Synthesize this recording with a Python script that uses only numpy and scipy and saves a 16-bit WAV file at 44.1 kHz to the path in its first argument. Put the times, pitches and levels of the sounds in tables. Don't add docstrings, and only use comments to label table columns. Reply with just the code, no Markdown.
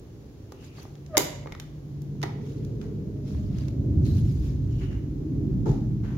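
import sys
import numpy as np
from scipy import signal
from scipy.fft import rfft, irfft
from scipy.io import wavfile
from scipy.ndimage import uniform_filter1d

SR = 44100
rng = np.random.default_rng(int(sys.argv[2]) if len(sys.argv) > 2 else 0)


def int16_out(signal):
    q = np.round(np.clip(np.atleast_2d(signal).T, -1, 1) * 32767)
    wavfile.write(sys.argv[1], SR, q.astype(np.int16))


N = 272185
TIME = np.arange(N) / SR

# f/Hz, level/dB
HUSH_SHAPE = [(100, -4.5), (400, -1), (700, -16.5), (1300, -24.5), (2500, -29.5), (6500, -31),
              (15000, -35.5)]
DRAUGHT_SHAPE = [(30, -19.5), (48, -5.5), (105, 0), (130, -4.5), (350, -29), (600, -48.5), (1500, -72)]
CRACK_SHAPE = [(300, -29.5), (900, 0.5), (6500, 3), (12000, -3.5), (16000, -12)]
PLANK_SHAPE = [(150, -21.5), (340, 2), (830, 0.5), (1600, -13), (4000, -47.5)]
RUSTLE_SHAPE = [(500, -7.5), (2600, -0.5), (4500, 1), (10000, -0.5), (15000, -8)]
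RASP_SHAPE = [(700, -6.5), (1600, 3.5), (9000, -41)]
GRIT_SHAPE = [(300, 5), (1200, -1.5), (2500, -12), (7000, -11), (15000, -25)]
# f/Hz, likeness (1 = the same)
LIKENESS = [(130, 0.97), (290, 0.94), (640, 0.43), (1400, -0.095)]
# peak t/s, spread/s, level/dB, extra for the deep air/dB, extra for the roar/dB
GUSTS = [(1.329, .15, -49, 5, 2), (2.313, 0.32, -39.5, -23.5, -0.5), (2.642, .1, -35.5, -6, 0.5),
         (3.045, 0.47, -36, -8, 1), (3.524, 0.18, -32.5, -0.5, -1.5), (4.076, 0.2, -27.5, 5.5, 3),
         (4.64, 0.28, -43.5, 14.5, -14.5), (5.509, 0.18, -30, -2, 5.5), (5.889, 0.22, -29, -10, -6.5)]
# f/Hz, width/Hz, level/dB
BOOM_NOTES = [(140.8, 21.3, -0.5), (119.5, 19.3, -2), (192, 50, -10)]
ROAR_NOTES = [(277.5, 52.6, 3.5), (307.2, 33.5, 4), (354.3, 55, -4)]
# f/Hz, level/dB, t60/s (the time to fade by 60 dB)
RING_MODES = [(1917, 1.486, 0.031), (2168, -1, 0.02), (3750, 0.88, 0.008), (5030, 0, 0.0038)]
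PLATE_MODES = [(1090, -3.5, 0.022), (1217, -1.5, 0.021)]
OAK_MODES = [(150, -22.5, 0.36), (286, -1, 0.077), (358, 3, 0.047), (420, 3.5, 0.037), (722, -3, 0.056),
             (839, 0, 0.032)]
LATCH_MODES = [(1170, -12, 0.022), (2040, -5, 0.035), (2110, -1, 0.025), (3770, -2.5, 0.018),
               (5050, -2.5, 0.016), (7040, -3.5, 0.012), (7400, 3, 0.011), (11600, 0, 0.0036)]
# t/s, iron level/dB, brightness/(dB per octave), oak level/dB, boost of the plate's notes/dB
IRON_KNOCKS = [(.521, -46.5, 2, -43, 14), (0.784, -50, -8, -46, 8), (.852, -51, -10.5, -44.5, 11),
               (1.208, -36.5, -14, -42.5, 10), (1.459, -53.5, -14.5, -36.5, -6), (1.472, -43, -6, -40, 0.5),
               (1.5225, -40, -2, -42, -13), (1.5502, -44, -4, -49, 6), (2.229, -31.5, -3, -33, -8),
               (2.2338, -34, -2.5, -29, -2), (2.237, -30, -12.5, -30.5, 1), (3.348, -58, -15, -47.5, 10)]
# peak t/s, level/dB, rise/s, fade/s, brightness/(dB per octave)
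RUSTLES = [(0.656, -57, 0.034, 0.035, -2.5), (0.801, -55, 0.037, 0.073, -3),
           (2.48, -59.5, 0.038, 0.16, -2.5), (3.292, -58, 0.03, 0.18, -2), (3.63, -57, 0.077, 0.07, -4),
           (4.071, -54, 0.024, 0.13, 0), (4.18, -54.5, 0.029, 0.048, 0), (4.31, -57, 0.054, 0.14, 0),
           (4.465, -55.5, 0.03, 0.077, -2.5), (4.829, -62.5, 0.13, 0.08, -1.5)]
# peak t/s, spread/s, f/Hz, glide/(Hz per s), width/Hz, level/dB
SOLE_SQUEALS = [(.67, 0.1, 2636, -1500, 722, -67), (4.86, 0.087, 2897, -300, 287, -63.5)]
# t/s, level/dB, brightness/(dB per octave)
TICKS = [(0.83, -49, 9), (.954, -55.5, -3), (1.063, -53, -1), (1.599, -38.5, -1), (2.019, -51, 6.5),
         (2.217, -45, -2), (2.648, -51.5, 2), (2.814, -50, -3), (3.585, -48, -0.5), (3.683, -47.5, -1.5),
         (4.065, -49, 1)]
# t/s, f/Hz, level/dB
SQUEAK_PATH = [(1.088, 711.4, -63.5), (1.098, 684.5, -55.5), (1.127, 631, -46.5), (1.139, 619, -33),
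               (1.150, 611, -25.5), (1.170, 603, -25.5)]
# multiple of the pitch, level/dB
SQUEAK_HARMONICS = [(1, -3.5), (2, -18.5), (3, -31)]
# t/s, iron level/dB, brightness/(dB per octave), oak level/dB
LATCH_BLOWS = [(1.17, -16, 1, -22.5), (1.173, -18.5, 4, -17.5), (1.1770, -16, 3.5, -29.5),
               (1.1789, -11, 6.5, -25.5), (1.1805, -24, 7, -22)]
# peak t/s, spread/s, f/Hz, glide/(Hz per s), width/Hz, level/dB
HINGE_MOANS = [(1.5, 0.53, 147, 3, 13, -43.5), (2.09, 0.22, 142, -25, 14, -37),
               (2.8, 0.4, 423.4, -15, 87, -46), (3.331, 0.14, 608, -27.5, 35, -57.5),
               (3.842, 0.19, 572, -180, 120, -55)]
# t/s, level/dB, rise/s, fade/s, note f/Hz, note over grit/dB, sharpness (f over width)
SCUFFS = [(2.811, -54.5, 0.0033, 0.07, 1185, -12, 0.53), (4.049, -60, 0.0036, 0.13, 4140, 3.5, 5.5),
          (4.803, -47, 0.016, 0.037, 2080, -1.5, 1), (4.905, -51, 0.019, 0.053, 1913, -4.5, 1.2),
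          (5.654, -44, 0.011, 0.09, 730, -2.5, 2), (6.034, -56.5, 0.0011, 0.26, 1390, -1, 0.56)]
# f/Hz, width/Hz, level/dB, fade/s
HEEL_NOTES = [(334.2, 225, -2.5, 0.066), (862, 92, -12.5, 0.046), (1266, 400, -15, 0.013)]
# t/s, level/dB, f/Hz, fade/s
THUMPS = [(3.319, -27, 75.2, 0.023), (4.389, -27, 55.9, .03), (4.825, -38, 372, 0.022),
          (5.693, -16, 143.4, 0.012), (5.702, -26, 273.3, 0.012)]
# f/Hz, t60/s, level/dB
PORCH_ECHO = [(152, 0.15, -1), (489, 0.72, -2), (1060, 0.52, -4.5), (2380, 0.61, -4), (6360, 0.48, -9.5),
              (15000, .25, -7)]
# f/Hz, level/dB
MICROPHONE_SHAPE = [(15, -45), (42, 1), (6900, 3.5), (7500, -4.5), (8100, -9.5), (9200, -6.5),
                    (11500, -0.5)]


def amp(db):
    return 10 ** (np.asarray(db) / 20)


def evened(x):
    return x / np.sqrt(np.mean(x ** 2) + 1e-20)


def steadied(x, span_s):
    power = uniform_filter1d((x ** 2).mean(0), max(int(span_s * SR), 2))
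    return x / np.sqrt(abs(power) + 1e-20)


def unit_hit(x):
    return x / np.sqrt(np.mean(np.sum(x ** 2, -1)) / (.003 * SR))


def noise(samples):
    return rng.standard_normal((2, samples))


def wobble(samples, smooth_samples):
    return evened(uniform_filter1d(rng.standard_normal(samples), smooth_samples))


def swell(s, spread_s):
    return np.exp(-.5 * ((TIME - s) / spread_s) ** 2)


def add(mix, s, sound):
    part = mix[:, max(round(s * SR), 0):][:, :sound.shape[-1]]
    part += sound[..., :part.shape[1]]


def panned(x, left_db):
    return x * amp([[left_db / 2], [-left_db / 2]])


def frequencies(x):
    return np.fft.rfftfreq(x.shape[-1], 1 / SR)


def value_at(points, hz):
    f, value = np.transpose(points)
    return np.interp(np.log(hz + 1), np.log(f + 1), value)


def colour(x, shape):
    return irfft(rfft(x) * amp(value_at(shape, frequencies(x))), x.shape[-1])


def pair(x):
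    a, b = rfft(x)
    same = np.clip(value_at(LIKENESS, frequencies(x)), -1, 1)
    mid, side = a * np.sqrt((1 + same) / 2), b * np.sqrt((1 - same) / 2)
    return irfft(np.array([mid + side, mid - side]), x.shape[-1])


def resonate(x, hz, width):
    r = np.exp(-np.pi * width / SR)
    pole = r * np.exp(2j * np.pi * hz / SR)
    return 2 * signal.lfilter([(1 - r) ** 2], [1, -2 * pole, pole ** 2], x).real


def stirred(notes):
    swirl = pair(noise(N))
    return steadied(sum(amp(db) * resonate(swirl, hz, width) for hz, width, db in notes), span_s=0.072)


def wind(shut_db, open_db, gust_db=0, delay_s=0, deep=False, roar=False, swing_s=(1.5, 4.4)):
    power = amp(np.interp(TIME, swing_s, (shut_db, open_db))) ** 2
    for s, spread_s, db, deep_db, roar_db in GUSTS:
        peak = amp(db + gust_db + deep * deep_db + roar * roar_db)
        power += (peak * swell(s + delay_s, spread_s)) ** 2
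    return np.sqrt(power)


def air(split_hz=62, hush_db=-52.5):
    draught = steadied(colour(pair(noise(N)), DRAUGHT_SHAPE), span_s=0.27)
    lowest = irfft(rfft(draught) / (1 + (frequencies(draught) / split_hz) ** 8), N)
    deep = (draught - lowest) * wind(-47.5, -39, deep=True)
    deep += lowest * wind(-48.5, -28.5, gust_db=-1, delay_s=0.24, deep=True)
    boom = stirred(BOOM_NOTES) * wind(-55, -35.5)
    roar = stirred(ROAR_NOTES) * wind(-57.5, -41.5, gust_db=-10, delay_s=-0.093, roar=True)
    hush = evened(colour(pair(noise(N)), HUSH_SHAPE))
    return panned(deep + boom + roar, left_db=-0.83) + amp(hush_db) * hush


def ringing(modes, stereo):
    t = np.arange(SR // 3) / SR
    offsets = rng.uniform(-2.1, 1, (len(modes), 2, 1))
    out = np.zeros((2, len(t)))
    for k, (hz, db, t60) in enumerate(modes):
        phase = offsets[k] * min(stereo * hz / 1000, np.pi)
        out += (-1) ** k * amp(db - 60 * t / t60) * np.sin(2 * np.pi * hz * t + phase)
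    return unit_hit(out)


def restruck(modes):
    return [(hz * (1 + .025 * rng.standard_normal()), db + 2 * rng.standard_normal(), t60)
            for hz, db, t60 in modes]


def crack(t60, shape=CRACK_SHAPE):
    t = np.arange(SR // 3) / SR
    return unit_hit(colour(pair(noise(len(t))), shape) * amp(-60 * t / t60))


def tilted(hit, bright_db):
    slope = amp(bright_db * np.log2(np.clip(frequencies(hit), 400, None)))
    return unit_hit(irfft(rfft(hit) * slope)[:, :hit.shape[1] // 2])


def oak_thud():
    return unit_hit(ringing(OAK_MODES, stereo=1.2) + amp(1) * crack(t60=0.03, shape=PLANK_SHAPE))


def iron_knocks(hard_above_db=-38.5):
    out = np.zeros((2, N))
    for s, db, bright_db, oak_db, plate_db in IRON_KNOCKS:
        plate = [(hz, level + plate_db, t60) for hz, level, t60 in PLATE_MODES]
        clink = ringing(restruck(list(RING_MODES) + plate), stereo=.4)
        crack_db = -2 + .95 * max(db - hard_above_db, 0)
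        knock = clink + amp(crack_db) * crack(t60=.03)
        add(out, s, amp(db) * tilted(knock, bright_db))
        add(out, s, amp(oak_db) * oak_thud())
    return out


def patchy(hiss, patch_db=3.5):
    cells = signal.stft(hiss, nperseg=256)[2]
    patches = uniform_filter1d(rng.standard_normal(cells.shape[1:]), size=4, axis=0)
    patches = evened(uniform_filter1d(patches, size=4, axis=1))
    grainy = signal.istft(cells * amp(patch_db * patches), nperseg=256)[1]
    return evened(grainy[:, :hiss.shape[1]])


def clothes(clump_db=1.0, crinkle_db=-8, crinkles_per_s=400):
    out, t = np.zeros((2, N)), np.arange(-SR // 5, SR * 4 // 5) / SR
    for s, db, rise_s, fade_s, bright_db in RUSTLES:
        clumps = amp(clump_db * wobble(len(t), 250))
        snaps = evened(noise(len(t)) * (rng.random(len(t)) < crinkles_per_s / SR))
        shape = [(hz, level + bright_db * np.log2(hz)) for hz, level in RUSTLE_SHAPE]
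        hiss = patchy(noise(len(t))) + amp(crinkle_db) * snaps
        rub = evened(colour(hiss, shape) * clumps)
        stroke = np.exp(np.where(t < 0, -.5 * (t / rise_s) ** 2, -t / fade_s))
        add(out, s + t[0], amp(db) * rub * stroke)
    return out


def rubbing_tones(rows):
    out = np.zeros((2, N))
    for s, spread_s, hz, glide, width, db in rows:
        r = np.exp(-np.pi * width / SR)
        flutter = signal.lfilter([1], np.poly([r, r]), noise(N) + 1j * noise(N))
        cycles = np.cumsum(hz + glide * (TIME - s)) / SR
        tone = (flutter * np.exp(2j * np.pi * cycles)).real
        out += amp(db) * swell(s, spread_s) * steadied(tone, span_s=.12)
    return pair(out)


def sole_squeals():
    return rubbing_tones(SOLE_SQUEALS)


def ticks():
    out = np.zeros((2, N))
    for s, db, bright_db in TICKS:
        add(out, s, amp(db) * tilted(crack(t60=.022), bright_db))
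    return out


def handle_squeak(waver=0.017, shimmer_db=1.2, rasp_db=-14.5, rasp_at_s=1.153):
    times, hz, db = np.transpose(SQUEAK_PATH)
    pitch = np.interp(TIME, times, hz) * (1 + waver * wobble(N, 150))
    cycles = np.cumsum(pitch) / SR
    tone = sum(amp(level) * np.sin(2 * np.pi * round(k) * cycles) for k, level in SQUEAK_HARMONICS)
    tone = evened(tone) * amp(shimmer_db * wobble(N, 150))
    slips = evened(colour(noise(N) * np.exp(-3 * (cycles % 1)), RASP_SHAPE))
    rasp = amp(rasp_db) * (.25 + swell(rasp_at_s, spread_s=0.0027)) * slips
    sounding = (TIME > times[0]) & (TIME < times[-1])
    return (tone + rasp) * amp(np.interp(TIME, times, db)) * sounding


def latch(crack_db=4, bounces=24, rattle_db=-44.5, rattle_s=.2, rattle_fade_s=0.057):
    out = np.zeros((2, N))
    for s, db, bright_db, oak_db in LATCH_BLOWS:
        clack = ringing(LATCH_MODES, stereo=0.47) + amp(crack_db) * crack(t60=0.011)
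        add(out, s, panned(amp(db) * tilted(clack, bright_db), left_db=-2))
        add(out, s, amp(oak_db) * oak_thud())
    last_blow_s = LATCH_BLOWS[-1][0]
    for after_s in rattle_s * (np.arange(bounces) + rng.random(bounces)) / bounces:
        bounce = ringing(restruck(LATCH_MODES), stereo=1) + 2 * amp(crack_db) * crack(t60=.03)
        strength = amp(rattle_db) * np.exp(-after_s / rattle_fade_s)
        add(out, last_blow_s + after_s, strength * unit_hit(bounce))
    return out


def hinge():
    return rubbing_tones(HINGE_MOANS)


def pressure(t, rise_s, fade_s):
    return (1 - np.exp(-t / rise_s)) * (1 - t / t[-1]) * np.exp(-t / fade_s)


def footsteps(grain_db=2.0, heel_at_s=5.656, heel_db=-28.5):
    out, t = np.zeros((2, N)), np.arange(SR // 2) / SR
    for s, db, rise_s, fade_s, hz, note_db, sharpness in SCUFFS:
        grains = amp(grain_db * wobble(len(t), 100))
        grit = pair(noise(len(t))) * grains
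        note = evened(resonate(grit, hz, hz / sharpness))
        scuff = evened(colour(grit, GRIT_SHAPE)) + amp(note_db) * note
        add(out, s, amp(db) * scuff * pressure(t, rise_s, fade_s))
    for hz, width, db, fade_s in HEEL_NOTES:
        knock = evened(resonate(pair(noise(len(t))), hz, width))
        add(out, heel_at_s, amp(heel_db + db) * knock * pressure(t, 0.0024, fade_s))
    for s, db, hz, fade_s in THUMPS:
        weight = t / fade_s * np.exp(1 - t / fade_s)
        add(out, s, amp(db) * weight * np.sin(2 * np.pi * hz * t))
    return out


def porch(x, build_s=0.008, echoes_per_s=5000):
    echoes = noise(SR) * (rng.random((2, SR)) < echoes_per_s / SR)
    echoes = evened(pair(echoes)) * (1 - np.exp(-(TIME[:SR] / build_s) ** 2))
    hz, t, cells = signal.stft(echoes, SR, nperseg=256)
    walls = np.array(PORCH_ECHO)
    t60 = value_at(walls[:, [0, 1]], hz)[:, None]
    db = value_at(walls[:, [0, 2]], hz)[:, None]
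    unit_energy = np.sqrt(2 * np.log(1000) / (t60 * SR))
    tail = signal.istft(cells * unit_energy * amp(db - 60 * t / t60), SR, nperseg=256)[1]
    return signal.fftconvolve(x, tail, axes=1)[:, :N]


def scene():
    near = latch() + iron_knocks() + ticks() + footsteps() + sole_squeals()
    squeak = handle_squeak()
    echo = porch(near + amp(-7.5) * squeak)
    return near + amp(-4.0) * squeak + echo + hinge() + air() + clothes()


def record(dry):
    ceiling, top_hz = .85, 15900
    rounded = ceiling * np.tanh(colour(dry, MICROPHONE_SHAPE) / ceiling)
    low_pass = signal.firwin(401, top_hz, window=("kaiser", 8), fs=SR)
    return signal.oaconvolve(rounded, low_pass[None], "same")


dry = scene()
out = record(dry)
int16_out(out)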